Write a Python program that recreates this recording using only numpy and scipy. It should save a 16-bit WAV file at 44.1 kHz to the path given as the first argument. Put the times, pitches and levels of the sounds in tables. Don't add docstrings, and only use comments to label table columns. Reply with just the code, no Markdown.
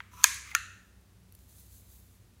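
import sys
import numpy as np
from scipy import signal
from scipy.fft import rfft, irfft, next_fast_len
from scipy.io import wavfile
from scipy.ndimage import map_coordinates

SR = 44100
rng = np.random.default_rng(int(sys.argv[2]) if len(sys.argv) > 2 else 0)


def field_ratio(decibels):
    return 10 ** (np.asarray(decibels, dtype=float) / 20)


def dump_mix(stems):
    frames = np.atleast_2d(stems).T
    limited = np.clip(frames, -1, 1)
    pcm = np.round(limited * 32767).astype(np.int16)
    wavfile.write(sys.argv[1], SR, pcm)


N = 105840

# (frequency [Hz], density [dB per Hz])
HISS_SPECTRUM = [(120, -13.5), (200, -7.5), (450, -16), (700, -21), (2000, -24.5), (5000, -27.5),
                 (11000, -29.5), (15500, -32.5)]
# (frequency [Hz], width [Hz], level [dB])
HUM_MODES = [(51.7, 11, -8), (65, 4.6, 1.5), (91.6, 8, -3), (110.7, 36, -12), (183, 14, -13),
             (210, 23, -24)]
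# (frequency [Hz], level [dB rms])
MOTOR_TONES = [(64, -63), (94, -66.5)]
# (frequency [Hz], t60 [s])
ROOM_DECAY = [(500, .22), (1500, 0.71), (3000, .6), (6500, .6), (10000, 0.52), (13000, 0.28), (16000, 0.12)]

# (time [s], level [dB])
TAP_BLOWS = [
    (.0037, -32.5),
]
# (frequency [Hz], level [dB], t60 [s])
TAP_MODES = [(960, -8, 0.021), (1540, 5, 0.0052), (2020, 6, 0.0062), (2600, 0, 0.0059), (3210, -11.5, 0.03),
             (4600, -19.5, 0.018), (6050, -23.5, 0.032)]
# (frequency [Hz], width [Hz], level [dB])
TAP_FAR_PEAKS = [(1000, 300, -2.5), (1500, 500, -1.5), (2200, 900, 0.5), (3500, 1800, -10),
                 (6500, 2000, -17.5)]

# (time [s], effort [dB])
SLIDE_TO_CATCH = [(.105, -93.5), (.115, -67), (.135, -58.5), (.16, -61), (.175, -55), (.2, -53.5),
                  (.235, -50.5), (.245, -59), (.26, -87)]
# (time [s], effort [dB])
SLIDE_PAST_CATCH = [(.24, -92), (.25, -46.5), (.3, -50.5), (.35, -52.5), (.39, -59), (.405, -63.5),
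                    (.45, -67.5), (.47, -75)]
# (time [s], effort [dB])
SLIDE_FREE = [(.42, -74.5), (.45, -59), (.475, -55), (.5, -55), (.516, -50.5), (.535, -64.5), (.545, -50),
              (.555, -73)]
# (frequency [Hz], width [Hz], level [dB])
RUB_TO_CATCH = [(1160, 170, -3.5), (1820, 530, -16), (2570, 640, -9), (3930, 520, -14), (6000, 460, -4.5),
                (9800, 1200, -14), (13600, 3000, -14.5)]
# (frequency [Hz], width [Hz], level [dB])
RUB_PAST_CATCH = [(1080, 400, -5.5), (4100, 3200, -3.5), (7500, 2900, 2.5), (10600, 3400, -2),
                  (14000, 3000, -2.5)]
# (frequency [Hz], width [Hz], level [dB])
RUB_FREE = [(1190, 400, -8.5), (2410, 500, 0), (4040, 3900, -12), (6400, 810, -10.5), (10095, 2500, -20.5),
            (12300, 1000, -19.5), (14700, 1000, -15)]
# (time [s], level [dB])
OUT_CATCHES = [(.116, -60), (.1342, -47), (.173, -53.5), (.179, -53), (.188, -52.5), (.197, -51),
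               (.203, -50), (.217, -52)]
# (time [s], level [dB])
FREE_CATCHES = [(.475, -50), (.49, -53), (.5152, -46.5), (.522, -48), (.531, -58.5)]
# (frequency [Hz], level [dB], t60 [s])
OUT_RUNNER = [(1000, -3.5, 0.067), (1260, -4, .03)]
# (frequency [Hz], level [dB], t60 [s])
FREE_RUNNER = [(2080, 7, 0.026), (2430, -2, .04), (1240, -5, .025)]

# (time [s], level [dB])
CATCH_SLIPS = [
    (.2293, -48),
    (.2368, -22),
]
# (frequency [Hz], level [dB], t60 [s])
SLIP_MODES = [(6550, 2, .008), (1200, -8.5, 0.0076), (8000, -11, 0.014), (10500, -10, 0.0091),
              (13020, -11.5, .005), (3821, -17, 0.0039)]
# (time [s], level [dB])
SCUFF_BLOWS = [
    (.2312, -40),
]
# (frequency [Hz], level [dB], t60 [s])
SCUFF_MODES = [(2300, -2.4, 0.0045), (3400, 0, .008), (4383, -2, 0.011)]
# (time [s], level [dB])
SNAP_BLOWS = [
    (.2412, 2),
]
# (frequency [Hz], level [dB], t60 [s])
SNAP_MODES = [(6538, -2, 0.0081), (6297, -4, .01), (6724, -5, .009), (7250, -12, .0085), (3566, -6.5, .007),
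              (4590, -10.5, .0069), (4992, -11, .008), (9013, -7, .01), (12335, -16, .011),
              (9755, -16.5, 0.0039), (10750, -16, .008), (14140, -15.5, 0.006956)]
# (time [s], level [dB])
CASE_HITS = [
    (.2421, -10),
    (.2452, -16),
]
# (frequency [Hz], level [dB], t60 [s])
CASE_MODES = [(1027.8, -7.5, 0.015), (1300, -11, 0.015), (1730, -1.5, .014), (2470, -8.5, 0.054),
              (2100, -13, .014), (3135, -11, 0.03)]
# (frequency [Hz], width [Hz], level [dB])
SNAP_FAR_PEAKS = [(1040, 130, -5.5), (1660, 140, -3), (2290, 420, -0.5), (3960, 2300, -8), (6374, 800, 1.5),
                  (8650, 910, -5), (10200, 1800, -8), (13700, 3500, -12)]
# (time [s], level [dB])
EDGE_CREAKS = [
    (.3443, -33),
    (.3865, -48),
]
# (frequency [Hz], level [dB], t60 [s])
EDGE_MODES = [(9300, 0, .007), (10100, -2, .014), (11300, -3, .006), (12700, -1, .007), (14500, -7, .007),
              (15500, -7, .006), (4300, -12, .01)]

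# (time [s], level [dB])
KNOCK_BLOWS = [
    (.5499, -12),
]
# (frequency [Hz], level [dB], t60 [s])
RIM_MODES = [(3460, -11, .01), (4250, -14.5, 0.0047), (4890, -6, .01), (5980, 2.5, 0.0052),
             (6400, -0.5, 0.012), (7090, -6, 0.012), (7900, -15.5, 0.0036), (8940, -13, 0.0063),
             (9700, -20, 0.033), (10920, -18, 0.0031), (12130, -14, .007), (13700, -13, 0.0052),
             (13900, -15, .007), (14900, -20.5, .005)]
# (frequency [Hz], level [dB], t60 [s])
PING_MODES = [(9745, -53, .6), (9772, -57, .45), (9715, -58, .4)]
# (time [s], level [dB])
TRAY_HITS = [
    (.5481, -40),
    (.5503, -13),
]
# (frequency [Hz], level [dB], t60 [s])
TRAY_MODES = [(1430, -5, .022), (1758, -3, 0.011), (1156, -24, 0.075), (2353, -19, 0.022),
              (2510, 6, 0.0048), (3037, -21.5, 0.015)]
# (time [s], level [dB])
TRAY_REBOUNDS = [
    (.5622, -34),
    (.5644, -33),
    (.569, -44),
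]
# (frequency [Hz], level [dB], t60 [s])
WALL_MODES = [(1810, 0, .02), (1400, -7, 0.012), (7000, -5.5, .015)]
# (frequency [Hz], width [Hz], level [dB])
KNOCK_FAR_PEAKS = [(1370, 200, -4), (1850, 140, -3), (2670, 170, -0.5), (4100, 670, -12.5), (6040, 490, -8),
                   (6980, 570, -10), (8500, 1500, -16.5), (10400, 4300, -20), (13500, 2400, -18.5)]
BLOW_ROOM_DB = [
    0,
    -10,
    -30,
]

# (time [s], level [dB])
CASE_THUMPS = [
    (.2425, -41.5),
    (.5505, -46),
]
# (frequency [Hz], level [dB], t60 [s])
THUMP_MODES = [(367, -0.5, 0.039), (506.9, -1, 0.014), (720, -3.5, 0.0047)]
# (time [s], level [dB])
HAND_NUDGES = [
    (.532, -51.5),
]
# (frequency [Hz], level [dB], t60 [s])
NUDGE_MODES = [(820, 0.0064, 0.037)]

# (time [s], level [dB])
FLAKE_TICKS = [(1.012, -64), (1.236, -63), (1.3235, -49.5), (1.341, -64), (1.3497, -54), (1.3512, -49),
               (1.3897, -56), (1.438, -64), (1.4832, -61), (1.4937, -58), (1.558, -58), (1.5825, -55),
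               (2.0006, -58), (2.012, -61), (2.3363, -68), (2.3458, -63), (2.382, -66)]
# (frequency [Hz], level [dB], t60 [s])
FLAKE_MODES = [(9700, -1, .009), (10900, -3, .009), (12300, -4, .008), (13900, -1, .011), (15400, -5, .008),
               (6000, -11, .012), (4400, -12, .008), (2700, -9, .008)]
# (time [s], flow [dB])
POUR_FLOW = [(1.2, -90.5), (1.4, -68.5), (1.475, -71.5), (1.495, -62), (1.545, -63), (1.6, -58.5),
             (1.65, -63.5), (1.7, -64), (1.73, -58.5), (1.805, -61.5), (1.83, -67), (1.88, -65),
             (1.915, -61), (1.97, -63), (2.02, -69), (2.16, -70), (2.2, -78.5), (2.3, -79.5)]
# (frequency [Hz], width [Hz], level [dB])
HEAP_PEAKS = [(3750, 1010, -7.5), (6238, 710, -0.5), (7466, 1600, -2), (10000, 2200, -2)]
# (frequency [Hz], width [Hz], level [dB])
GLASS_PEAKS = [(11000, 2000, -4.5), (13300, 1900, 1), (15310, 1500, -1)]
# (time [s], glass over heap [dB])
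POUR_AIM = [(1.2, -0.5), (1.45, 1), (1.52, -2.5), (1.59, 1), (1.64, -1.5), (1.72, 0), (1.79, 0),
            (1.86, -0.5), (1.93, 2), (2.02, 2), (2.1, -0.5), (2.3, 0.5)]

HISS_DB, HUM_DB = -66.5, -56.5
MOTOR_DRIFT = 0.92
RUB_PER_S, RUB_SPREAD_DB = 12000, 2.5
FLAKES_PER_S, FLAKE_SPREAD_DB = 14000, 2.0
BIGGEST = 3
DETUNE = 0.03
CRACK_DB, CRACK_S, RISE_S = -11, 0.009, 0.0002
RUB_ROOM_DB, FLAKE_ROOM_DB, TICK_ROOM_DB = -10, -11, -16
WALL_S = 0.002
BOUNCE_S, BOUNCE = 0.000345, 0.2
CASE_LOW_HZ, TRAY_LOW_HZ, EDGE_DAMP = 893, 1090, 1.05
BAND_HZ, MIC_TOP_HZ, MIC_STEEP = 15850, 15600, 44
CLIP_LEVEL, CLIP_LOW_HZ = 1.0, 900


def unit(x):
    return x / np.sqrt(np.mean(x ** 2) + 1e-20)


def along(points, hz):
    f, v = np.transpose(points)
    return np.interp(np.log(hz + 1), np.log(f + 1), v)


def level(rows):
    s, db = np.transpose(rows)
    return field_ratio(np.interp(np.arange(N) / SR, s, db, left=-120, right=-120))


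def filtered(x, response):
    m = next_fast_len(N + SR // 2)
    return irfft(rfft(x, m) * response(np.fft.rfftfreq(m, 1 / SR)), m)[:N]


def steady(x):
    return filtered(x, lambda f: f < BAND_HZ)


def resonant(x, peaks, order=1):
    def response(f):
        total = 0
        for k, (hz, width, db) in enumerate(peaks):
            damping = 1j * f * width
            total = total + (-1) ** k * field_ratio(db) * (damping / (hz * hz - f * f + damping)) ** order
        return total
    return unit(filtered(x, response))


def grains(per_s, spread_db):
    present = rng.random(N) < per_s / SR
    size = np.minimum(rng.exponential(size=N), BIGGEST)
    return present * rng.standard_normal(N) * field_ratio(spread_db * size)


def hits(events, modes, scatter_db=0, crack_db=CRACK_DB, detune=0):
    out, t = np.zeros(N + SR), np.arange(SR // 2) / SR
    rise = 1 - np.exp(-t / RISE_S)
    for s, db in events:
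        blow = field_ratio(crack_db - 60 * t / CRACK_S) * rng.standard_normal(len(t))
        for hz, mode_db, t60 in modes:
            decay = field_ratio(mode_db + rng.normal(0, scatter_db) - 60 * t / t60)
            pitch = hz * (1 + rng.normal(0, detune))
            blow = blow + decay * np.sin(2 * np.pi * pitch * t) * rise
        out[round(s * SR):][:len(t)] += field_ratio(db) * blow
    return out[:N]


def room(x):
    hz, t, z = signal.stft(rng.standard_normal(SR), SR, nperseg=256)
    decay = field_ratio(-60 * t / along(ROOM_DECAY, hz)[:, None])
    tail = signal.istft(z * decay, SR, nperseg=256)[1]
    tail = tail * (1 - np.exp(-np.arange(len(tail)) / SR / WALL_S))
    return steady(signal.fftconvolve(x, tail / np.linalg.norm(tail))[:N])


def far(blows, peaks, db):
    impulse = np.zeros(N)
    impulse[round(blows[0][0] * SR)] = 1
    return field_ratio(db) * room(resonant(impulse, peaks) / np.sqrt(N))


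def small(x, low_hz):
    return filtered(x, lambda f: (-f * f / (low_hz ** 2 - f * f + 1j * f * low_hz * EDGE_DAMP)) ** 4)


def floor():
    hiss = unit(filtered(rng.standard_normal(N), lambda f: field_ratio(along(HISS_SPECTRUM, f)) * (f > 110)))
    t = np.arange(N) / SR
    motor = np.zeros(N)
    for hz, db in MOTOR_TONES:
        drift = MOTOR_DRIFT * map_coordinates(rng.standard_normal(12), [t * 4])
        motor += field_ratio(db) * np.sqrt(2) * np.sin(2 * np.pi * hz * t + drift)
    hum = resonant(rng.standard_normal(N), HUM_MODES, order=2)
    return steady(field_ratio(HISS_DB) * hiss + motor + field_ratio(HUM_DB - 3) * hum)


def finger_tap():
    return hits(TAP_BLOWS, TAP_MODES, crack_db=-26) + far(TAP_BLOWS, TAP_FAR_PEAKS, BLOW_ROOM_DB[2])


def slide():
    rub = np.zeros(N)
    for effort, peaks in ((SLIDE_TO_CATCH, RUB_TO_CATCH), (SLIDE_PAST_CATCH, RUB_PAST_CATCH),
                          (SLIDE_FREE, RUB_FREE)):
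        rub += level(effort) * resonant(grains(RUB_PER_S, RUB_SPREAD_DB), peaks)
    rub += hits(OUT_CATCHES, OUT_RUNNER, crack_db=-36.5)
    rub += hits(FREE_CATCHES, FREE_RUNNER, crack_db=-45)
    return steady(rub) + field_ratio(RUB_ROOM_DB) * room(rub)


def catch_snap():
    tongue = hits(SCUFF_BLOWS, SCUFF_MODES) + hits(CATCH_SLIPS, SLIP_MODES) + hits(SNAP_BLOWS, SNAP_MODES)
    case = hits(CASE_HITS, CASE_MODES, crack_db=-31)
    edge = hits(EDGE_CREAKS, EDGE_MODES, crack_db=-4.5)
    return tongue + case + edge + far(SNAP_BLOWS, SNAP_FAR_PEAKS, BLOW_ROOM_DB[0])


def hand_jolts():
    return hits(CASE_THUMPS, THUMP_MODES, crack_db=-58.5) + hits(HAND_NUDGES, NUDGE_MODES, crack_db=-35.5)


def knock():
    rim = hits(KNOCK_BLOWS, RIM_MODES + PING_MODES, crack_db=-6)
    tray = hits(TRAY_HITS, TRAY_MODES, crack_db=-33.5)
    settling = hits(TRAY_REBOUNDS, WALL_MODES, crack_db=-24)
    return rim + tray + settling + far(KNOCK_BLOWS, KNOCK_FAR_PEAKS, BLOW_ROOM_DB[1])


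def drawer():
    case = small(finger_tap() + slide() + catch_snap(), CASE_LOW_HZ)
    return case + hand_jolts() + small(knock(), TRAY_LOW_HZ)


def patter(peaks):
    return resonant(grains(FLAKES_PER_S, FLAKE_SPREAD_DB), peaks)


def glitter():
    ticks = steady(hits(FLAKE_TICKS, FLAKE_MODES, scatter_db=2, crack_db=-4, detune=DETUNE))
    landing = patter(HEAP_PEAKS) + level(POUR_AIM) * patter(GLASS_PEAKS)
    stream = steady(field_ratio(-3) * level(POUR_FLOW) * landing)
    return ticks + stream + room(field_ratio(TICK_ROOM_DB) * ticks + field_ratio(FLAKE_ROOM_DB) * stream)


def mic_top(f):
    return 1 / (1 + (f / MIC_TOP_HZ) ** MIC_STEEP)


def close_echo(f):
    return 1 - BOUNCE * np.exp(-2j * np.pi * f * BOUNCE_S)


def scene():
    background = floor()
    plastic = filtered(drawer(), lambda f: close_echo(f) * mic_top(f))
    return (background + plastic + filtered(glitter(), close_echo))[None]


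def roll_off(x):
    return signal.sosfilt(signal.butter(12, 16400, fs=SR, output="sos"), x)


def record(dry):
    clipped = dry[0] / (1 + np.abs(dry[0] / CLIP_LEVEL) ** 10) ** (1 / 10)
    lost = filtered(clipped - dry[0], lambda f: mic_top(f) / (1 + (CLIP_LOW_HZ / (f + 1)) ** 4))
    return roll_off(dry + lost)


dry = scene()
out = record(dry)
dump_mix(out)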